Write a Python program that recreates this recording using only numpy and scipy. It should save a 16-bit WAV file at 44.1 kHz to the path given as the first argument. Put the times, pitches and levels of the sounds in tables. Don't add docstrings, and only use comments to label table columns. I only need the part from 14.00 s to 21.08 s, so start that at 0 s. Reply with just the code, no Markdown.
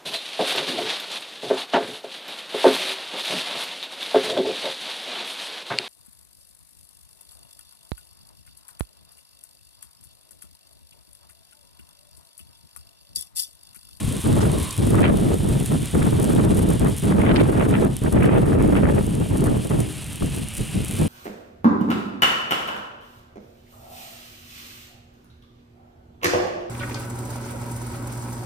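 import sys
import numpy as np
from scipy import signal
from scipy.fft import rfft, irfft
from scipy.io import wavfile
from scipy.ndimage import uniform_filter1d, minimum_filter1d

SR = 44100
rng = np.random.default_rng(int(sys.argv[2]) if len(sys.argv) > 2 else 0)


def inscribe(sig):
    pcm = np.round(np.clip(np.atleast_2d(sig).T, -1, 1) * 32767)
    wavfile.write(sys.argv[1], SR, pcm.astype(np.int16))


N = 312228
TIME_S = np.arange(N) / SR
STIFF_GUST_DB = -28.5

# start t/s, length/s, buffeting/dB, extra thump/dB
GUSTS = [(-0.02, 0.12, -46.5, 6.5), (0.105, 0.032, -36, -4.5), (0.235, 0.084, -29, 1.5),
         (0.341, 0.13, -25, -0.5), (0.512, 0.065, -30, -1), (0.774, 0.156, -30, 1.5),
         (0.919, 0.19, -22.5, -0.5), (1.137, 0.201, -31, -0.5), (1.384, 0.22, -33, 1.5),
         (1.676, 0.087, -34, 0.5), (1.795, 0.022, -39.0, 2), (1.927, 0.149, -27.5, 1.5),
         (2.108, 0.26, -29, 0), (2.267, 0.45, -27.5, 1), (2.794, 0.074, -24, -0.5),
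         (3.021, 0.21, -27.0, -0.5), (3.177, 0.24, -18.5, -2.5), (3.438, 0.43, -24.5, -3.5),
         (4.011, 0.053, -28.5, -1.5), (4.116, 0.27, -21.5, -0.5), (4.41, 0.45, -25.0, -0.0),
         (4.752, 0.24, -26, -1), (4.987, 0.19, -37, 0), (5.178, 0.039, -30, 0), (5.287, 0.093, -32, -2.5),
         (5.388, 0.13, -29.5, 2), (5.528, 0.047, -32, -2.5), (5.618, 0.025, -36.5, -7),
         (5.695, 0.035, -23, -5), (5.775, 0.014, -28, 4), (5.855, 0.028, -44.5, -2.5),
         (6.202, 0.028, -34.5, 7), (6.295, 0.14, -51.5, 6.5), (6.335, 0.025, -35.5, -15.5),
         (6.575, 0.035, -41.5, 6), (6.729, 0.07, -39.5, 4), (6.872, 0.12, -43, -1),
         (6.982, 0.038, -25.5, 2)]
# f/Hz, density/dB
EDDY_SPECTRUM = [(25, -11), (60, -1.5), (130, 3), (220, -1.5), (330, -7), (500, -17), (900, -29),
                 (1800, -39.5), (2600, -44.5), (3600, -57), (6000, -61)]
# f/Hz, side minus mid/dB
WIND_WIDTH = [(60, -10), (120, -7), (200, -3.5), (330, 2), (550, 3.5), (1300, 4.5), (2500, -45),
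              (4000, -58), (7000, -18)]
# centre t/s, level/dB, length/s, top f/Hz
SHARP_EDDIES = [(.261, -33, 0.01, 1900), (.41, -25.5, .007, 2280), (.452, -32, .01, 2280),
                (.951, -25.5, 0.015, 1970), (.989, -28, 0.011, 2680), (1.048, -24.5, 0.041, 3470),
                (2.021, -30, 0.013, 2540), (2.068, -35, 0.013, 2400), (2.401, -26, 0.0051, 2580),
                (2.864, -28, 0.023, 1990), (3.125, -27, 0.0085, 2320), (3.257, -30, 0.028, 3160),
                (3.295, -28.5, 0.029, 3570), (3.32, -25, 0.0065, 3880), (3.363, -27, 0.013, 4900),
                (3.407, -27, 0.013, 4100), (3.614, -25, 0.023, 3040), (3.75, -26.5, 0.021, 3180),
                (4.066, -28.5, 0.01, 2450), (4.29, -32, 0.24, 3050), (4.767, -30, 0.026, 3000),
                (4.857, -27, 0.0055, 2620), (5.472, -26, 0.019, 2000), (6.224, -32, 0.0045, 1520)]
# centre t/s, level/dB, length/s
SCUFFS = [(0.416, -35.5, .018), (0.71, -33, 0.0053)]
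# t/s, level/dB
HISS_LEVELS = [(0.03, -39.5), (0.75, -38.5), (0.97, -40.5), (1.18, -42.5), (1.34, -42.5), (1.75, -40.5),
               (2.51, -41.5), (2.94, -42.5), (3.12, -40), (3.29, -46), (3.94, -45), (4.47, -46.5),
               (5.95, -43), (6.35, -41), (6.5, -42), (7.05, -39.5)]
# centre t/s, gain/dB, length/s
HISS_DIPS = [(1.075, -5, 0.068), (2.47, -8, 0.018), (3.164, -6.5, 0.044), (3.894, -6, 0.027),
             (4.575, -8, 0.036)]
# f/Hz, density/dB
JET_SPECTRUM = [(150, -28), (500, 2.5), (1000, -1), (1600, -1.5), (2600, 1.5), (3900, 0), (4700, -4.5),
                (6000, -6.5), (7200, -4), (8300, 0.5), (9300, 1), (10500, 0), (12500, -14), (16000, -24)]
# f/Hz, density/dB
WASH_SPECTRUM = [(300, 9.5), (1000, 4), (2000, 1), (3000, -2), (4000, 4), (5000, -20), (8000, -50),
                 (11000, -46)]
# f/Hz, density/dB
SPARK_SPECTRUM = [(400, -30), (2000, -10.5), (4500, -11.5), (6000, -8), (7200, -5.5), (8300, 1),
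                  (9300, 5.5), (10500, 0.5), (12500, -5), (16000, -20)]
# centre t/s, level/dB
FLURRIES = [(.21, -32), (1.495, -36), (1.655, -32), (1.952, -32), (2.584, -31), (2.627, -33),
            (2.703, -27.5), (2.982, -31.5), (3.693, -35.5), (4.125, -39), (4.23, -36), (5.071, -34),
            (5.464, -32), (5.805, -33.5), (6.574, -28)]
# t/s, peak level/dB
POPS = [(0.167, -17), (0.2414, -18), (0.2713, -17), (0.4614, -17), (0.5851, -17), (0.632, -17),
        (0.7083, -15), (1.1727, -17), (1.3428, -17), (1.6008, -15), (1.6596, -17), (1.8577, -13),
        (2.0288, -18), (2.1994, -15), (2.2298, -12), (2.2438, -13), (2.3506, -16), (2.4503, -16),
        (2.592, -16), (2.7028, -17), (2.796, -15), (2.8474, -15), (2.9836, -17), (3.055, -14),
        (3.6935, -20), (3.8482, -21), (3.9669, -12), (4.0377, -19), (4.125, -21), (4.2313, -23),
        (4.6254, -20), (5.1522, -19), (5.3717, -19), (5.441, -14), (5.672, -19), (5.8032, -15),
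        (6.1584, -17), (6.4862, -15), (6.5525, -17), (6.5819, -15), (6.8483, -16), (6.9112, -13)]


def from_db(db):
    return 10 ** (np.asarray(db) / 20)


def unit_rms(x):
    return x / np.sqrt(np.mean(x ** 2) + 1e-20)


def at_hz(spectrum, hz):
    knots_hz, values_db = np.transpose(spectrum)
    return np.interp(np.log(np.maximum(hz, 1)), np.log(knots_hz), values_db)


def swell(centre_s, length_s):
    return np.exp(-2 * np.minimum(((TIME_S - centre_s) / length_s) ** 2, 20))


def drift(rate_hz, hop=40):
    pole = np.exp(-2 * np.pi * hop * rate_hz / SR)
    white = rng.standard_normal(N // hop + 2002)
    slow = signal.lfilter([1], [1, -2 * pole, pole * pole], white)[2000:]
    return np.interp(np.arange(N) / hop, np.arange(len(slow)), unit_rms(slow))


def butter(order, hz, kind="low"):
    return signal.butter(order, hz, kind, fs=SR, output="sos")


def response(spectrum, size=1024):
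    bins_hz = np.arange(size // 2 + 1) * SR / size
    cepstrum = irfft(np.log(from_db(at_hz(spectrum, bins_hz))))
    cepstrum[1:size // 2] *= 2
    cepstrum[size // 2 + 1:] = 0
    return irfft(np.exp(rfft(cepstrum)))


def coloured(x, spectrum):
    return unit_rms(signal.oaconvolve(x, response(spectrum))[:N])


def resonant_noise(centre_hz, width_hz):
    real, imag = signal.sosfilt(butter(2, width_hz / 2), rng.standard_normal((2, N)))
    phase = 2 * np.pi * np.cumsum(centre_hz * np.ones(N)) / SR
    return unit_rms(real * np.cos(phase) + imag * np.sin(phase))


def stereo(mid, side, side_db):
    return mid + from_db(side_db) * side * np.array([[1], [-1]])


def buffeting(attack_s=0.027, release_s=0.039, breeze_db=-57):
    power, thump_db = from_db(breeze_db) ** 2, 0
    for start_s, length_s, level_db, extra_db in GUSTS:
        attack = np.clip((TIME_S - start_s) / attack_s, 0, 1)
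        release = np.exp(-np.clip((TIME_S - start_s - length_s) / release_s, 0, 20))
        power = power + (from_db(level_db) * attack * release) ** 2
        thump_db = thump_db + extra_db * attack * release
    return 10 * np.log10(power), thump_db


def wind_rumble(buffet_db, thump_db, stiff_rumble_db=-18.5, strong_db=-11, patchy_db=1.5, top_hz=3570):
    rumble_db = stiff_rumble_db + thump_db + 0.5571 * (buffet_db - STIFF_GUST_DB)
    force_db = np.clip(buffet_db - rumble_db - strong_db, -16, 6)
    flutter_db = 0.98 * drift(40.5) + 2.0 * drift(146)
    edges_hz = 20 * 2 ** (np.arange(18) / 2)
    centres_hz = np.sqrt(edges_hz[1:] * edges_hz[:-1])
    power = from_db(at_hz(EDDY_SPECTRUM, centres_hz)) ** 2 * np.diff(edges_hz)
    band_gains = np.sqrt(power / power[centres_hz < 300].sum())
    white, rumble = rng.standard_normal((2, 2, N)), 0
    for k, hz in enumerate(centres_hz):
        mid, side = signal.sosfilt(butter(2, edges_hz[k:k + 2], "band"), white[k % 2])
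        band = stereo(unit_rms(mid), unit_rms(side), at_hz(WIND_WIDTH, hz))
        smallness = np.interp(np.log(hz), np.log([130, 480]), [0, 1]) + 0.15 * max(np.log2(hz / 600), 0)
        surge_db = smallness * force_db + (0.62 + smallness) * flutter_db
        level_db = rumble_db + surge_db + patchy_db * drift(18.7)
        rumble = rumble + band_gains[k] * from_db(level_db) * band
    return signal.sosfilt(butter(6, top_hz), rumble)


def lesser_eddies(buffet_db, count=190, length_s=0.015, scatter_db=1.5):
    centres = ((np.arange(count) + rng.random(count)) * N / count).astype(int)
    over_db = buffet_db[centres] - STIFF_GUST_DB
    level_db = -42.5 + 1.32 * over_db + scatter_db * rng.standard_normal(count)
    top_hz = np.clip(2090 * 2 ** (0.05 * over_db), 1200, 6000)
    return [(s, db, length_s, hz) for s, db, hz in zip(centres / SR, level_db, top_hz)]


def wind_rasps(buffet_db, trim_db=-1.0, low_hz=900, grain_db=5.0, size=8192):
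    rasps = np.zeros((2, N + 2 * size))
    offset_s = (np.arange(size) - size // 2) / SR
    for centre_s, level_db, length_s, top_hz in list(SHARP_EDDIES) + lesser_eddies(buffet_db):
        edge = butter(7, top_hz)
        body = butter(1, [low_hz, max(top_hz * 0.72, low_hz * 1.3)], "band")
        mid, side = unit_rms(signal.sosfilt(np.vstack([edge, body]), rng.standard_normal((2, size))))
        bell = np.exp(-2 * (offset_s / length_s) ** 2)
        start = int(centre_s * SR) + size // 2
        rasps[:, start:start + size] += from_db(level_db + trim_db) * bell * stereo(mid, side, side_db=0)
    grain = unit_rms(from_db(grain_db * drift(204)))
    return rasps[:, size:size + N] * grain


def whistle(peak_s=0.68, peak_db=-41.5, rise_db_per_s=18, fall_db_per_s=88):
    after_s = TIME_S - peak_s
    level_db = peak_db + np.minimum(rise_db_per_s * after_s, -fall_db_per_s * after_s)
    mid, side = (resonant_noise(centre_hz=1070, width_hz=180) for _ in range(2))
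    return from_db(level_db) * stereo(mid, side, side_db=-5)


def scuffs(band_hz=(3000, 8500)):
    envelope = sum(from_db(level_db) * swell(s, length_s) for s, level_db, length_s in SCUFFS)
    mid, side = unit_rms(signal.sosfilt(butter(3, band_hz, "band"), rng.standard_normal((2, N))))
    return envelope * stereo(mid, side, side_db=-5)


def hiss_level_db(trim_db=-3):
    slow_db = np.interp(TIME_S, *np.transpose(HISS_LEVELS))
    dips_db = sum(gain_db * swell(s, length_s) for s, gain_db, length_s in HISS_DIPS)
    return slow_db + trim_db + dips_db


def gas_jet(hiss_db, rush_db=4.0, sputter_db=1.5,
            mouth_hz=3473, sink_hz_per_s=97, mouth_db=-5, growth_db_per_s=0.66):
    rush = coloured(rng.standard_normal(N), JET_SPECTRUM)
    rush *= from_db(rush_db + sputter_db * drift(28))
    mouth = resonant_noise(mouth_hz - sink_hz_per_s * TIME_S, width_hz=820)
    mouth *= from_db(mouth_db + growth_db_per_s * TIME_S)
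    wash = coloured(rng.standard_normal(N), WASH_SPECTRUM)
    return from_db(hiss_db) * stereo(rush + mouth, wash, side_db=-11)


def slag_fizz(hiss_db, bursts_per_s=650, clump_db=1.5, spread_db=4.0,
              over_hiss_db=1.5, flurry_trim_db=-2.5, flurry_s=0.013):
    power = from_db(hiss_db + over_hiss_db) ** 2
    for centre_s, level_db in FLURRIES:
        power = power + from_db(level_db + flurry_trim_db) ** 2 * swell(centre_s, flurry_s)
    bursts = rng.random(N) < bursts_per_s * from_db(clump_db * drift(45)) / SR
    sizes = from_db(spread_db * np.minimum(rng.exponential(1, N), 4.5))
    signs = rng.choice([-1, 1], N)
    return np.sqrt(power) * coloured(bursts * sizes * signs, SPARK_SPECTRUM)


def slag_pops(trim_db=-1.3, tail_db=-26, tail_decay_s=0.0025, size=512):
    clicks = np.zeros(N + size)
    decay = np.exp(-np.arange(size) / (tail_decay_s * SR))
    for start_s, peak_db in POPS:
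        spit = from_db(tail_db) * rng.standard_normal(size) * decay
        spit[0] = 1
        start = int(start_s * SR)
        clicks[start:start + size] += from_db(peak_db + trim_db) * spit
    crack = response(SPARK_SPECTRUM)
    return signal.oaconvolve(clicks, crack / np.abs(crack).max())[:N]


def scene():
    hiss_db = hiss_level_db()
    buffet_db, thump_db = buffeting()
    flare = gas_jet(hiss_db) + slag_fizz(hiss_db) + slag_pops()
    wind = wind_rumble(buffet_db, thump_db) + wind_rasps(buffet_db)
    return flare + wind + whistle() + scuffs()


def limiter(x, threshold_db=-11.0, release_db_per_s=260, slope=0.74, size=129):
    level_db = 20 * np.log10(np.abs(x.mean(axis=0)) + 1e-9)
    excess_db = np.maximum(level_db - threshold_db, 0)
    fall_db = release_db_per_s * TIME_S
    held_db = np.maximum.accumulate(excess_db + fall_db) - fall_db
    smooth_db = uniform_filter1d(minimum_filter1d(-held_db, size), size)
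    return x * from_db(slope * smooth_db)


def record(dry):
    lowpass = signal.ellip(10, 0.1, 80, 16000, fs=SR, output="sos")
    return signal.sosfilt(lowpass, limiter(dry))


dry = scene()
out = record(dry)
inscribe(out)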